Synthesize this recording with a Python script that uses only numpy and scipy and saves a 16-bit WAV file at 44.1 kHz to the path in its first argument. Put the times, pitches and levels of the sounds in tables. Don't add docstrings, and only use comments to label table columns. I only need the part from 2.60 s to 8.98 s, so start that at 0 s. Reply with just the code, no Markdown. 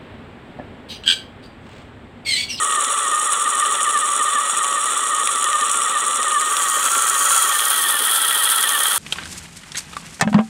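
import sys
import numpy as np
from scipy import signal
from scipy.fft import rfft, irfft, next_fast_len
from scipy.io import wavfile
from scipy.ndimage import uniform_filter1d, map_coordinates

SR = 44100
rng = np.random.default_rng(int(sys.argv[2]) if len(sys.argv) > 2 else 0)


def file_out(sig):
    cols = np.atleast_2d(sig).T
    lim = np.clip(cols, -1, 1)
    pcm = np.round(lim * 32767).astype(np.int16)
    wavfile.write(sys.argv[1], SR, pcm)


N = 281358
TIME = np.arange(N) / SR

MULTIPLES = [14, 16, 18, 20, 22, 24, 30, 50, 52]
WHINE_DB = [-13, -18, -5, 0, -15, -17, -14, -8, -14]


def motor(turns, speed, place, bite, end_rattle_db=3, pole_db=-2.0, bite_db=6, calm_db=4,
          linger=0.0077, surge_db=0.44, brake_db=0.8, end_pulley_db=4.5):
    load = np.interp(TIME - linger, TIME, bite) / bite.max()
    loose = amp(-calm_db * load)
    pressed_db = bite_db * load + surge_db * surge(speed) + brake_db * unit(braking(speed))
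    pressed_db += end_pulley_db * np.minimum(place, 1) * pulley(peak_s=0.049)
    pressed = amp(pressed_db)

    whine = np.zeros(N)
    for multiple, db in zip(MULTIPLES, WHINE_DB):
        unsteady_level = 1 + .14 * wobble(150)
        phase = 2 * np.pi * multiple * turns + .08 * wobble(120)
        grip = loose if multiple % 10 else pressed
        whine += np.sqrt(2) * amp(db) * unsteady_level * np.sin(phase) * grip

    pole_pulse_db = pole_db * np.cos(4 * np.pi * turns)
    rattle = unit(rng.standard_normal(N) * amp(pole_pulse_db + 2.64 * wobble(300)))
    rattle_gain = amp(15.5 + end_rattle_db * place / 2) * np.sqrt(loose)
    drive = whine + rattle_gain * rattle
    return blend([unit(coloured(drive, frame(side))) for side in (0, 1, 2)], place)


# f/Hz, width/Hz, level from above/dB, level oblique/dB, level from the end/dB
FRAME = [(557, 62, -7.5, -10, -13), (906, 207, -10.5, -10, -8.5), (1128, 39, 0, 3.5, -2),
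         (1184.6, 78.6, 6, -2.5, -30), (1381, 155, -6.5, 0.5, -3), (1572, 63, -20, -3, -3),
         (1804, 174, -7.5, -9.5, -5), (2560, 1070, -15.5, -13.5, -16.5), (3010, 260, -9.5, -19.5, -11),
         (3273, 250, -32, -6.5, -0.5), (3490, 240, -7, -19, -6.5), (3977, 225, -14, -14, -11.5)]


def frame(column, low_hz=300):
    def gain(hz):
        power = 0
        for centre, width, *dbs in FRAME:
            offset = (hz - centre) / width
            power = power + amp(2 * dbs[column]) / (1 + 2 * offset ** 2) ** 2
        bass_cut = hz ** 2 / (hz ** 2 + low_hz ** 2)
        return np.sqrt(power) * bass_cut
    return gain


# f/Hz (turns a second), speed sag/(rev/s), t/s when the heavy side is up
ROTORS = [(12.07, 1.06, 0.039), (11.93, 1.031, 0.024)]
# position/lap, speed sag before the lap mean is removed/(rev/s)
TIGHT_SPOTS = [(0.046, 6.134), (0.197, 8.238), (0.341, 6.29), (0.45, 8.86), (0.591, 7.01), (0.738, 6.26),
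               (0.901, 3.476)]
BELT_HZ, BIND_S = 2.504, 0.01966
# t/s, speed/(rev/s)
CRUISE = [(0.0, 63.3), (0.37, 65.0), (0.5, 63.7), (0.9, 64.8), (1.22, 63.4), (1.96, 63.1), (2.17, 64.7),
          (2.87, 63.9), (3.01, 62.7), (3.22, 66.2), (3.8, 61.7), (4.38, 65.9), (4.61, 64.0), (4.65, 64.0),
          (5.39, 61.8), (5.69, 65.7), (6.05, 62.8), (6.38, 63.4)]
FLUTTER_REV_S, FLUTTER_RATE = .5, 25


def shaft_speed():
    cruise, = curves(CRUISE)
    belt = np.zeros(N)
    for share, sag in TIGHT_SPOTS:
        away_s = ((TIME * BELT_HZ - share + .5) % 1 - .5) / BELT_HZ
        belt += sag * np.exp(-.5 * (away_s / BIND_S) ** 2)
    unbalance = sum(sag * np.cos(2 * np.pi * hz * (TIME - s)) for hz, sag, s in ROTORS)
    return cruise - (belt - belt.mean()) - unbalance + FLUTTER_REV_S * wobble(FLUTTER_RATE)


def surge(speed, size=5000):
    return speed - uniform_filter1d(speed, size=size)


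CATCH_LAG_S = 0.0045


def braking(speed):
    return np.interp(TIME - CATCH_LAG_S, TIME, -np.gradient(speed) * SR)


def pulley(peak_s):
    return np.cos(2 * np.pi * len(TIGHT_SPOTS) * BELT_HZ * (TIME - peak_s))


def squeal(turns, speed, bite, rough=0.038, edge_hz=1955, skirt_hz=22):
    multiple = MULTIPLES[6]
    caught = 1 / (1 + np.exp((multiple * speed - edge_hz) / skirt_hz))
    tone = np.sqrt(2) * np.sin(2 * np.pi * multiple * turns + rough * wobble(200))
    return bite * caught * (1 + rough * wobble(190)) * tone


SQUEAL_DB, USUAL_REV_S, SQUEAL_DB_PER_REV_S, SQUEAL_END_DB = -29, 64.3, 0.57, 3.5
CATCH_BRAKING, CATCH_SOFTNESS = 15, 82


def strain(speed, place):
    grip = (1 + np.tanh((braking(speed) - CATCH_BRAKING) / CATCH_SOFTNESS / 2)) / 2
    slowing_db = SQUEAL_DB_PER_REV_S * (USUAL_REV_S - speed)
    return grip * amp(SQUEAL_DB + slowing_db + SQUEAL_END_DB * place / 2)


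# f/Hz, level/dB per Hz
HISS_ABOVE = [(3500, -36), (4400, -39), (4900, -27), (5300, -20), (5700, -1), (6200, -16.5), (6850, 5),
              (7400, 1), (8600, 8), (9400, -0.5), (10100, 3), (10900, -16.5), (12000, -22.5), (15700, -24)]
HISS_OBLIQUE = [(2530, -53.5), (4300, -12.5), (5060, -23.5), (5340, -14), (5890, -14), (6670, -3),
                (8470, -8), (9030, 2.5), (10000, -7.5), (10600, -13.5), (12600, -15.5), (15700, -19.5)]
HISS_END = [(2530, -58), (4300, -8), (5520, -13), (6390, -11), (6670, -10), (7000, -14), (7470, -5),
            (7850, -2), (8650, 1.5), (9640, 6.5), (10100, 5.5), (11300, -6.5), (12800, -0.5), (14000, -12),
            (15700, -8.5)]


def brushes(turns, speed, place, turn_db=2, pulley_db=0.4, speed_db=0.25, ease_db=0.96,
            catch_rate=380, catch_size=1.31, catch_t60=0.014):
    swell_db = turn_db * np.cos(2 * np.pi * turns) + pulley_db * pulley(peak_s=0.034)
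    swell_db += speed_db * (speed - speed.mean()) - ease_db * unit(braking(speed))
    sizes = np.minimum(rng.exponential(size=N), 2)
    catches = (rng.random(N) < catch_rate / SR) * (catch_size * sizes) ** 2
    power = 1 + signal.lfilter([1], [1, -amp(-120 / (catch_t60 * SR))], catches)
    scrape = mirrored(rng.standard_normal(N) * np.sqrt(power) * amp(swell_db), place)
    spectra = (HISS_ABOVE, HISS_OBLIQUE, HISS_END)
    return blend([unit(coloured(scrape, shape(points))) for points in spectra], place)


# delay from above/ms, delay from the end/ms, gain/1
BOARDS = [(1.099, 0.94, 0.18), (2.9, 2.5, 0.11), (4.701, 2.8, 0.34)]


def mirrored(x, place):
    samples = np.arange(N)
    total = x
    for above, end, gain in BOARDS:
        delay = (above + (end - above) * place / 2) * SR / 1000
        total = total + gain * np.interp(samples - delay, samples, x)
    return total


# (peak, before the 3 dB lift and the colouring)
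TICKS = [(0.2458, -8), (0.7328, -10), (2.6735, -5), (2.7582, -7), (2.8425, -7), (2.93, -10), (3.0113, -7),
         (3.0958, -9), (3.63, -8), (3.8104, -7), (3.9683, -6), (4.9947, -5), (6.0274, -5), (6.092, -5)]
# f/Hz, level/dB
TICK_COLOUR = [(700, -42), (2000, 1), (3600, 5), (4800, -8), (6000, 2), (8500, -1.5), (10500, 9.5),
               (12000, -22), (16000, -17)]
TURN_TICK_DB, TURN_TICK_SCATTER_DB, TURN_TICK_LAG_S = -19.5, 8, 0.0089


def ticks():
    hz, _, heavy_s = ROTORS[1]
    times = np.arange(heavy_s + TURN_TICK_LAG_S, N / SR, 1 / hz)
    each_turn = zip(times, rng.normal(TURN_TICK_DB, TURN_TICK_SCATTER_DB, len(times)))
    t = np.arange(SR // 50) / SR
    snaps = np.zeros(N + len(t))
    for s, db in [*each_turn, *TICKS]:
        snap = rng.standard_normal(len(t)) * amp(-60 * t / .009)
        start = round(s * SR)
        snaps[start:start + len(t)] += amp(db + 3) * snap / abs(snap).max()
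    return coloured(snaps[:N], shape(TICK_COLOUR))


# f/Hz, level/dB per Hz
TABLE = [(20, -46), (60, -48), (125, -22), (165, -18.5), (200, -7), (275, -1.5), (315, -6), (400, 2.5),
         (470, 1.5), (560, -2), (680, -5), (1000, -18), (2500, -35), (5000, -47)]


def table(bite, place, level_db=-42, end_db=-3, load_db=3, lumps_db=3.0):
    shake = amp(load_db * bite / bite.max() + lumps_db * wobble(70))
    rumble = unit(coloured(rng.standard_normal(N) * shake, shape(TABLE)))
    return amp(level_db + end_db * place / 2) * rumble


def amp(db):
    return 10 ** (np.asarray(db) / 20)


def unit(x):
    return x / np.sqrt(np.mean(x ** 2) + 1e-20)


def curves(rows):
    s, *cols = np.transpose(rows)
    return [np.interp(TIME, s, c) for c in cols]


def wobble(rate):
    knots = rng.standard_normal(int(N * rate / SR) + 4)
    return map_coordinates(knots, [TIME * rate])


def shape(points):
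    f, db = np.transpose(points)
    return lambda hz: amp(np.interp(np.log(hz + 1), np.log(f), db))


def coloured(x, gain):
    m = 2 * next_fast_len(N // 2 + 8192)
    cepstrum = irfft(np.log(gain(np.fft.rfftfreq(m, 1 / SR)) + 1e-6))
    cepstrum[1:m // 2] *= 2
    cepstrum[m // 2 + 1:] = 0
    return irfft(rfft(x, m) * np.exp(rfft(cepstrum)))[:N]


def blend(sounds, place):
    place = np.clip(place, 0, len(sounds) - 1)
    return sum(np.clip(1 - abs(place - k), 0, 1) * x for k, x in enumerate(sounds))


# t/s, place/1 (0 above, 1 oblique, 2 at the end of the bobbin)
PLACE = [(0, 0.04), (3.75, 0.093), (4.0, 0.54), (4.2, 0.68), (4.45, 0.706), (4.8, 1.03), (5.1, 1.73),
         (5.6, 1.93), (5.9, 1.95), (6.15, 1.82), (6.38, 1.75)]
# motor level/dB, hiss level/dB
PLACE_DB = [(-20, -24), (-20.5, -16.5), (-23, -18.5)]
FLARE_DB, FLARE_S = 4, 0.084


def scene():
    place, = curves(PLACE)
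    motor_db, hiss_db = (blend(levels, place) for levels in np.transpose(PLACE_DB))
    flare_db = FLARE_DB * np.clip(1 - TIME / FLARE_S, 0, 1)
    speed = shaft_speed()
    turns = np.cumsum(speed) / SR
    bite = strain(speed, place)
    whine = amp(motor_db) * motor(turns, speed, place, bite)
    singing = squeal(turns, speed, bite)
    hiss = amp(hiss_db + flare_db) * brushes(turns, speed, place)
    return (whine + singing + hiss + ticks() + table(bite, place))[None]


TOP_HZ = 15750


def record(dry):
    held = dry / (1 + (dry / .7) ** 6) ** (1 / 6)
    m = next_fast_len(N + SR // 2)
    passed = np.fft.rfftfreq(m, 1 / SR) < TOP_HZ
    return irfft(rfft(held, m) * passed, m)[:, :N]


dry = scene()
out = record(dry)
file_out(out)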